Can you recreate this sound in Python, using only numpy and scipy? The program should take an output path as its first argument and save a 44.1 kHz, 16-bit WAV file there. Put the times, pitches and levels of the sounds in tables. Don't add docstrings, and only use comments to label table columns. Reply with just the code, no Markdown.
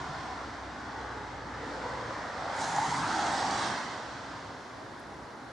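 import sys
import numpy as np
from scipy import signal
from scipy.fft import rfft, irfft, next_fast_len
from scipy.io import wavfile
from scipy.ndimage import uniform_filter1d, map_coordinates

SR = 44100
rng = np.random.default_rng(int(sys.argv[2]) if len(sys.argv) > 2 else 0)


def to_wav(s):
    ch = np.atleast_2d(s).T
    pcm = np.round(np.clip(ch, -1, 1) * 32767)
    wavfile.write(sys.argv[1], SR, pcm.astype(np.int16))


N = 243426

# t/s, level/dB
ROAD_LEVEL = [(0.05, -44), (0.3, -44.5), (0.45, -45.5), (0.67, -46.5), (1.04, -45), (1.42, -47),
              (1.75, -43), (2.35, -42), (2.6, -39), (3.05, -37), (3.67, -36.5), (4.0, -44.5), (4.35, -47.5),
              (4.59, -50.5), (5.45, -52)]
# f/Hz, coherence
DIRECT_COHERENCE = [(100, 1), (500, 0.98), (1200, 0.87), (2500, 0.75), (5300, 0.98), (10000, 0.49)]
DIFFUSE_COHERENCE = [(60, 1), (270, 0.69), (560, 0.78), (1200, 0.41), (2500, 0.51), (5300, 0.77),
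                     (11000, 0.25)]
# entry t/s, exit t/s, rise/(dB/s), fall/(dB/s), tread f/Hz,
# drift/(Hz/s), tread level/dB, spray level/dB, rumble level/dB, spurt gain/dB, spurt length/s
CAR_PASSES = [(2.614, 2.958, 175, 28, 902.5, 190, -39, -43.5, -59, 2.2, 0.027),
              (3.2, 3.658, 55, 58, 819.6, -41.5, -33, -41.5, -45.5, -0.6, 0.093)]
# t/s, lag/ms, gain
NEARING_ECHO = [(0.3, 2.8, 0.2), (.65, 2.9, 0.13), (1.2, 2.4, 0.2), (1.6, 2.3, 0.23), (1.87, 2.07, 0.18),
                (2.25, 1.53, 0.048), (2.45, 1.53, 0.24), (2.64, 1.23, 0.1), (2.85, 1.016, 0.24),
                (3.05, 0.76, 0.3), (3.4, 0.33, 0)]
LEAVING_ECHO = [(2.95, 1.5, 0), (3.2, 1.5, 0.079), (3.8, 1.93, 0.26), (4.1, 1.92, 0.087), (4.5, 1.95, 0.11)]


def amp(db):
    return 10 ** (np.asarray(db) / 20)


def unit(x):
    return x / np.sqrt(np.mean(x ** 2) + 1e-20)


def seconds():
    return np.arange(N) / SR


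def along(points, hz):
    f, values = np.transpose(points)
    return np.interp(np.log(hz + 1), np.log(f + 1), values)


def curves(rows):
    times, *columns = np.transpose(rows)
    return [np.interp(seconds(), times, column) for column in columns]


def swell(start, end, rise, fall):
    t = seconds()
    return -rise * np.maximum(start - t, 0) - fall * np.maximum(t - end, 0)


def wobble(rate):
    knots = rng.standard_normal(int(N * rate / SR) + 4)
    return map_coordinates(knots, [seconds() * rate])


def filtered(x, response):
    size = next_fast_len(N + SR // 2)
    return irfft(rfft(x, size) * response(np.fft.rfftfreq(size, 1 / SR)), size)[..., :N]


def patchy(spread_db):
    spectra = signal.stft(rng.standard_normal((2, N)), nperseg=1024)[2]
    field = uniform_filter1d(rng.standard_normal(spectra.shape[1:]), size=5, axis=0)
    field = unit(uniform_filter1d(field, size=12, axis=1))
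    return unit(signal.istft(spectra * amp(spread_db * field), nperseg=1024)[1][:, :N])


def droplets(rate, spread_db):
    hits = rng.random((2, N)) < rate / SR
    signs = rng.choice([-1, 1], (2, N))
    sizes = amp(spread_db * rng.standard_normal((2, N)).clip(-2, 2))
    return unit(hits * signs * sizes)


def stereo(pair, spectrum, coherence):
    def response(hz):
        angle = np.arccos(np.clip(along(coherence, hz), -1, 1)) / 2
        return amp(along(spectrum, hz)) * [np.cos(angle), np.sin(angle)]
    mid, side = filtered(pair, response)
    return unit(np.array([mid + side, mid - side]))


def panned(x, share):
    bearing = [(0, -1), (1.3, 0), (3.7, -3), (4.3, -1), (5.52, -1)]
    lean_db, = curves(bearing)
    return x * amp(share * np.array([lean_db, -lean_db]) / 2)


def narrow_band(hz, db, width_hz, steepness, side_db):
    skirt = lambda f: 1 / np.sqrt(1 + (2 * f / width_hz) ** steepness)
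    in_phase, quadrature = filtered(rng.standard_normal((2, 2, N)), skirt)
    phase = 2 * np.pi * np.cumsum(hz * np.ones(N)) / SR
    mid, side = unit(in_phase * np.cos(phase) + quadrature * np.sin(phase))
    return amp(db) * np.array([mid + amp(side_db) * side, mid - amp(side_db) * side])


def tones(rows, rise, fall, width_hz, steepness, side_db):
    return sum(narrow_band(hz, db + swell(start, end, rise, fall), width_hz, steepness, side_db)
               for start, end, hz, db in rows)


def reflected(x, path, share):
    lag_ms, gain = curves(path)
    positions = np.arange(N) - lag_ms * SR / 1000
    late = np.array([map_coordinates(channel, [positions]) for channel in x])
    return (x + share * gain * late) / np.hypot(1, share * gain)


def distant_traffic():
    spectrum = [(25, -36), (48, -8), (66, 5.5), (80, -3), (118, 3), (175, -2), (270, -0.5), (350, -0.5),
                (450, 1), (560, 1.5), (800, 1), (1050, -5), (1500, -5.5), (2500, -24), (6000, -62)]
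    return amp(-48.0 + 0.27 * wobble(3.04)) * stereo(patchy(spread_db=1.2), spectrum, DIFFUSE_COHERENCE)


def high_patter():
    patter_level = [(0, -70), (4.0, -78), (4.6, -65.5), (5.52, -63.5)]
    spectrum = [(1500, -6), (2800, 2.5), (4300, 5.5), (6500, -1.5), (9000, -6), (11000, -6), (12500, -23),
                (14300, -24)]
    db, = curves(patter_level)
    patter = unit(patchy(spread_db=-1.5) + 0.49 * droplets(rate=400, spread_db=5))
    return amp(db) * stereo(patter, spectrum, DIFFUSE_COHERENCE)


def snow_splat(t60=0.075):
    landings = [(4.994, -59.5)]
    spectrum = [(2500, -20), (5000, -1), (8000, 2), (10500, 5), (13500, -13), (14500, -21)]
    t = seconds()
    envelope = sum(amp(db - 60 * np.abs(t - start) / t60) * (t >= start) for start, db in landings)
    return envelope * stereo(rng.standard_normal((2, N)), spectrum, DIFFUSE_COHERENCE)


def engine(firing_hz=58, doppler_share=0.0734, glide_centre_s=2, glide_s=0.845):
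    hz = firing_hz * (1 - doppler_share * np.tanh((seconds() - glide_centre_s) / glide_s))
    phase = 2 * np.pi * np.cumsum(hz + 0.75 * wobble(6.6)) / SR
    note_db = -54.5 + swell(0, 1.74, rise=0, fall=13) + 1.1 * wobble(5.4)
    note = amp(note_db) * unit(np.sin(phase) + amp(-14) * np.sin(2 * phase))
    leaves = CAR_PASSES[0][1]
    far = amp(-55.5 + swell(0, leaves, rise=0, fall=5.6))
    near = amp(-54 + swell(leaves, leaves, rise=45, fall=15))
    burble = np.hypot(far, near) * narrow_band(hz=101.6, db=0, width_hz=43, steepness=5.0, side_db=-16.0)
    return panned(note + burble, share=0.6)


def spray(car, spectrum, axle_gap_s=0.29, rear_share=0.65):
    enters, leaves, rise, fall, *_, spray_db, _, spurt_db, spurt_s = car
    axles = (enters, 1), (enters + axle_gap_s, rear_share)
    spurts = sum(share * amp(swell(s, s + spurt_s, rise=230, fall=230)) for s, share in axles)
    db = spray_db + swell(enters, leaves, rise, fall) + spurt_db * spurts
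    mist = unit(patchy(spread_db=2.9) + 0.5 * droplets(rate=2000, spread_db=8.5))
    return amp(db + 0.9 * wobble(22.02)) * stereo(mist, spectrum, DIRECT_COHERENCE)


def road_water():
    # f/Hz, density level/dB
    far_spectrum = [(1200, -19), (2100, -5), (2700, -1), (3300, 1.5), (4300, 0.5), (5600, -2), (7000, -8),
                    (8500, -14), (10000, -22.5), (11000, -54)]
    first_spectrum = [(1500, -1), (2500, -8.5), (2900, -3.5), (3300, -0.5), (4400, -2), (5400, -2.5),
                      (6400, 1), (7600, -4.5), (9000, -8.5), (10400, -14), (11600, -42), (12500, -76)]
    second_spectrum = [(1200, -28), (2000, -28), (2650, -1.5), (3400, 2.5), (4600, 4), (6200, 1.5),
                       (7200, -3), (8800, -5.5), (9800, -14), (10800, -48), (12000, -76)]
    # start t/s, end t/s, added level/dB
    mists = [(0, 0.197, 2.5), (1.668, 1.873, 1), (2.401, 2.58, 0), (3.786, 4.62, 3.5)]
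    flung_drops = [(2.61, 2.618, 7000, -45.5), (2.635, 2.648, 5030, -43.5), (2.763, 2.765, 6350, -40),
                   (3.325, 3.33, 8500, -50), (3.51, 3.511, 6170, -35)]
    road_db, = curves(ROAD_LEVEL)
    mist_db = sum(db * amp(swell(start, end, rise=41, fall=27)) for start, end, db in mists)
    far_db = road_db - 9 + mist_db + 0.16 * wobble(20)
    far = amp(far_db) * stereo(patchy(spread_db=0.9), far_spectrum, DIFFUSE_COHERENCE)
    far = reflected(far, NEARING_ECHO, share=0.28)
    first = reflected(spray(CAR_PASSES[0], first_spectrum), NEARING_ECHO, share=0.9)
    second = spray(CAR_PASSES[1], second_spectrum)
    hiss = first + reflected(far + second, LEAVING_ECHO, share=0.93)
    ticks = tones(flung_drops, rise=30000, fall=6996, width_hz=3100, steepness=10, side_db=-16)
    return panned(hiss + ticks, share=1.2)


def tread_knocks(attack_s=0.0014, t60=0.026):
    onsets = [(2.784, 838, -12.5), (2.923, 934, -19)]
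    knocks = np.zeros(N)
    for start, hz, db in onsets:
        t = np.maximum(seconds() - start, 0)
        envelope = amp(db - 60 * t / t60) * (1 - np.exp(-t / attack_s))
        knocks += envelope * np.sin(2 * np.pi * hz * t)
    return panned(knocks, share=0.4)


def brief_tones():
    # start t/s, end t/s, f/Hz, level/dB
    flares = [(2.6, 2.65, 894, -41.5), (2.77, 2.85, 889, -32.5), (2.925, 2.975, 950, -36.5),
              (3.2, 3.46, 839, -40)]
    howls = [(1.05, 1.2, 449.7, -50.5), (1.7, 2.0, 506, -47.5), (2.05, 2.6, 568.6, -47.5),
             (3.3, 3.62, 549, -49)]
    whines = [(0, .3, 1010, -46), (.15, .33, 747, -47), (.98, 1.25, 878, -48.5), (.98, 1.13, 1500, -51),
              (1.68, 1.88, 874, -49), (1.65, 1.8, 1400, -59.5), (1.93, 2.08, 1012, -44),
              (2.45, 2.58, 790, -49)]
    booms = [(.03, .1, 146.5, -48.5), (.79, .83, 275.6, -50), (1.35, 2.15, 129.8, -56),
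             (1.64, 1.7, 286, -49), (1.865, 1.885, 500, -43.5), (2.13, 2.17, 259.2, -52),
             (2.68, 2.78, 169.6, -50), (2.92, 3.03, 160, -45), (3.09, 3.14, 289.6, -42),
             (3.4, 3.75, 199.6, -48.5), (4.3, 4.4, 134.5, -55.5)]
    flare = tones(flares, rise=139, fall=108, width_hz=250, steepness=13, side_db=-30)
    howl = tones(howls, rise=46, fall=41, width_hz=157, steepness=3.4, side_db=-17.0)
    whine = tones(whines, rise=48, fall=53, width_hz=86, steepness=3.57, side_db=-11.0)
    boom = tones(booms, rise=57, fall=56, width_hz=71, steepness=4.9, side_db=-19.0)
    return panned(flare + howl + whine + boom, share=0.31)


def body_rumble(usual_road_db=-44.5, bass_follows=0.33):
    spectrum = [(25, -46), (35, -42), (60, -13), (90, -9), (125, -0.5), (195, -3), (280, 5.5), (345, 1),
                (430, -3), (700, -40), (1500, -73)]
    road_db, = curves(ROAD_LEVEL)
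    shaking = amp(usual_road_db - 5.5 + bass_follows * (road_db - usual_road_db))
    for enters, leaves, rise, fall, *_, rumble_db, _, _ in CAR_PASSES:
        shaking = np.hypot(shaking, amp(rumble_db + swell(enters, leaves, rise, fall)))
    return shaking * stereo(patchy(spread_db=0.5), spectrum, DIRECT_COHERENCE)


def tread_ring(sag_db_per_s=14):
    road_db, = curves(ROAD_LEVEL)
    ring = narrow_band(hz=874, db=road_db - 7, width_hz=230, steepness=4.2, side_db=-11.5)
    for enters, leaves, _, fall, tread_hz, drift, tread_db, *_ in CAR_PASSES:
        run_s = np.clip(seconds(), enters, leaves) - enters
        hz = tread_hz + drift * (run_s - (leaves - enters) / 2)
        db = tread_db + swell(enters, leaves, rise=65, fall=fall) - sag_db_per_s * run_s
        ring += narrow_band(hz, db, width_hz=210, steepness=5.7, side_db=-17.0)
    return ring


def tyre_roar():
    spectrum = [(300, -29), (480, -11.5), (700, -0.5), (1000, 0), (1250, 0), (1650, -2), (2000, -5.5),
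                (2300, -12.5), (2700, -23.5), (4000, -86)]
    road_db, = curves(ROAD_LEVEL)
    db = road_db + 2.5 + 0.29 * wobble(15)
    roar = amp(db) * stereo(patchy(spread_db=0.87), spectrum, DIRECT_COHERENCE)
    roar = reflected(roar, NEARING_ECHO, share=0.9)
    return reflected(roar, LEAVING_ECHO, share=0.9)


def scene():
    rolling = panned(tyre_roar() + tread_ring() + body_rumble(), share=0.44)
    cars = rolling + brief_tones() + tread_knocks() + road_water() + engine()
    return cars + distant_traffic() + high_patter() + snow_splat()


def record(dry, top_hz=14300):
    return filtered(dry, lambda hz: hz < top_hz)


dry = scene()
out = record(dry)
to_wav(out)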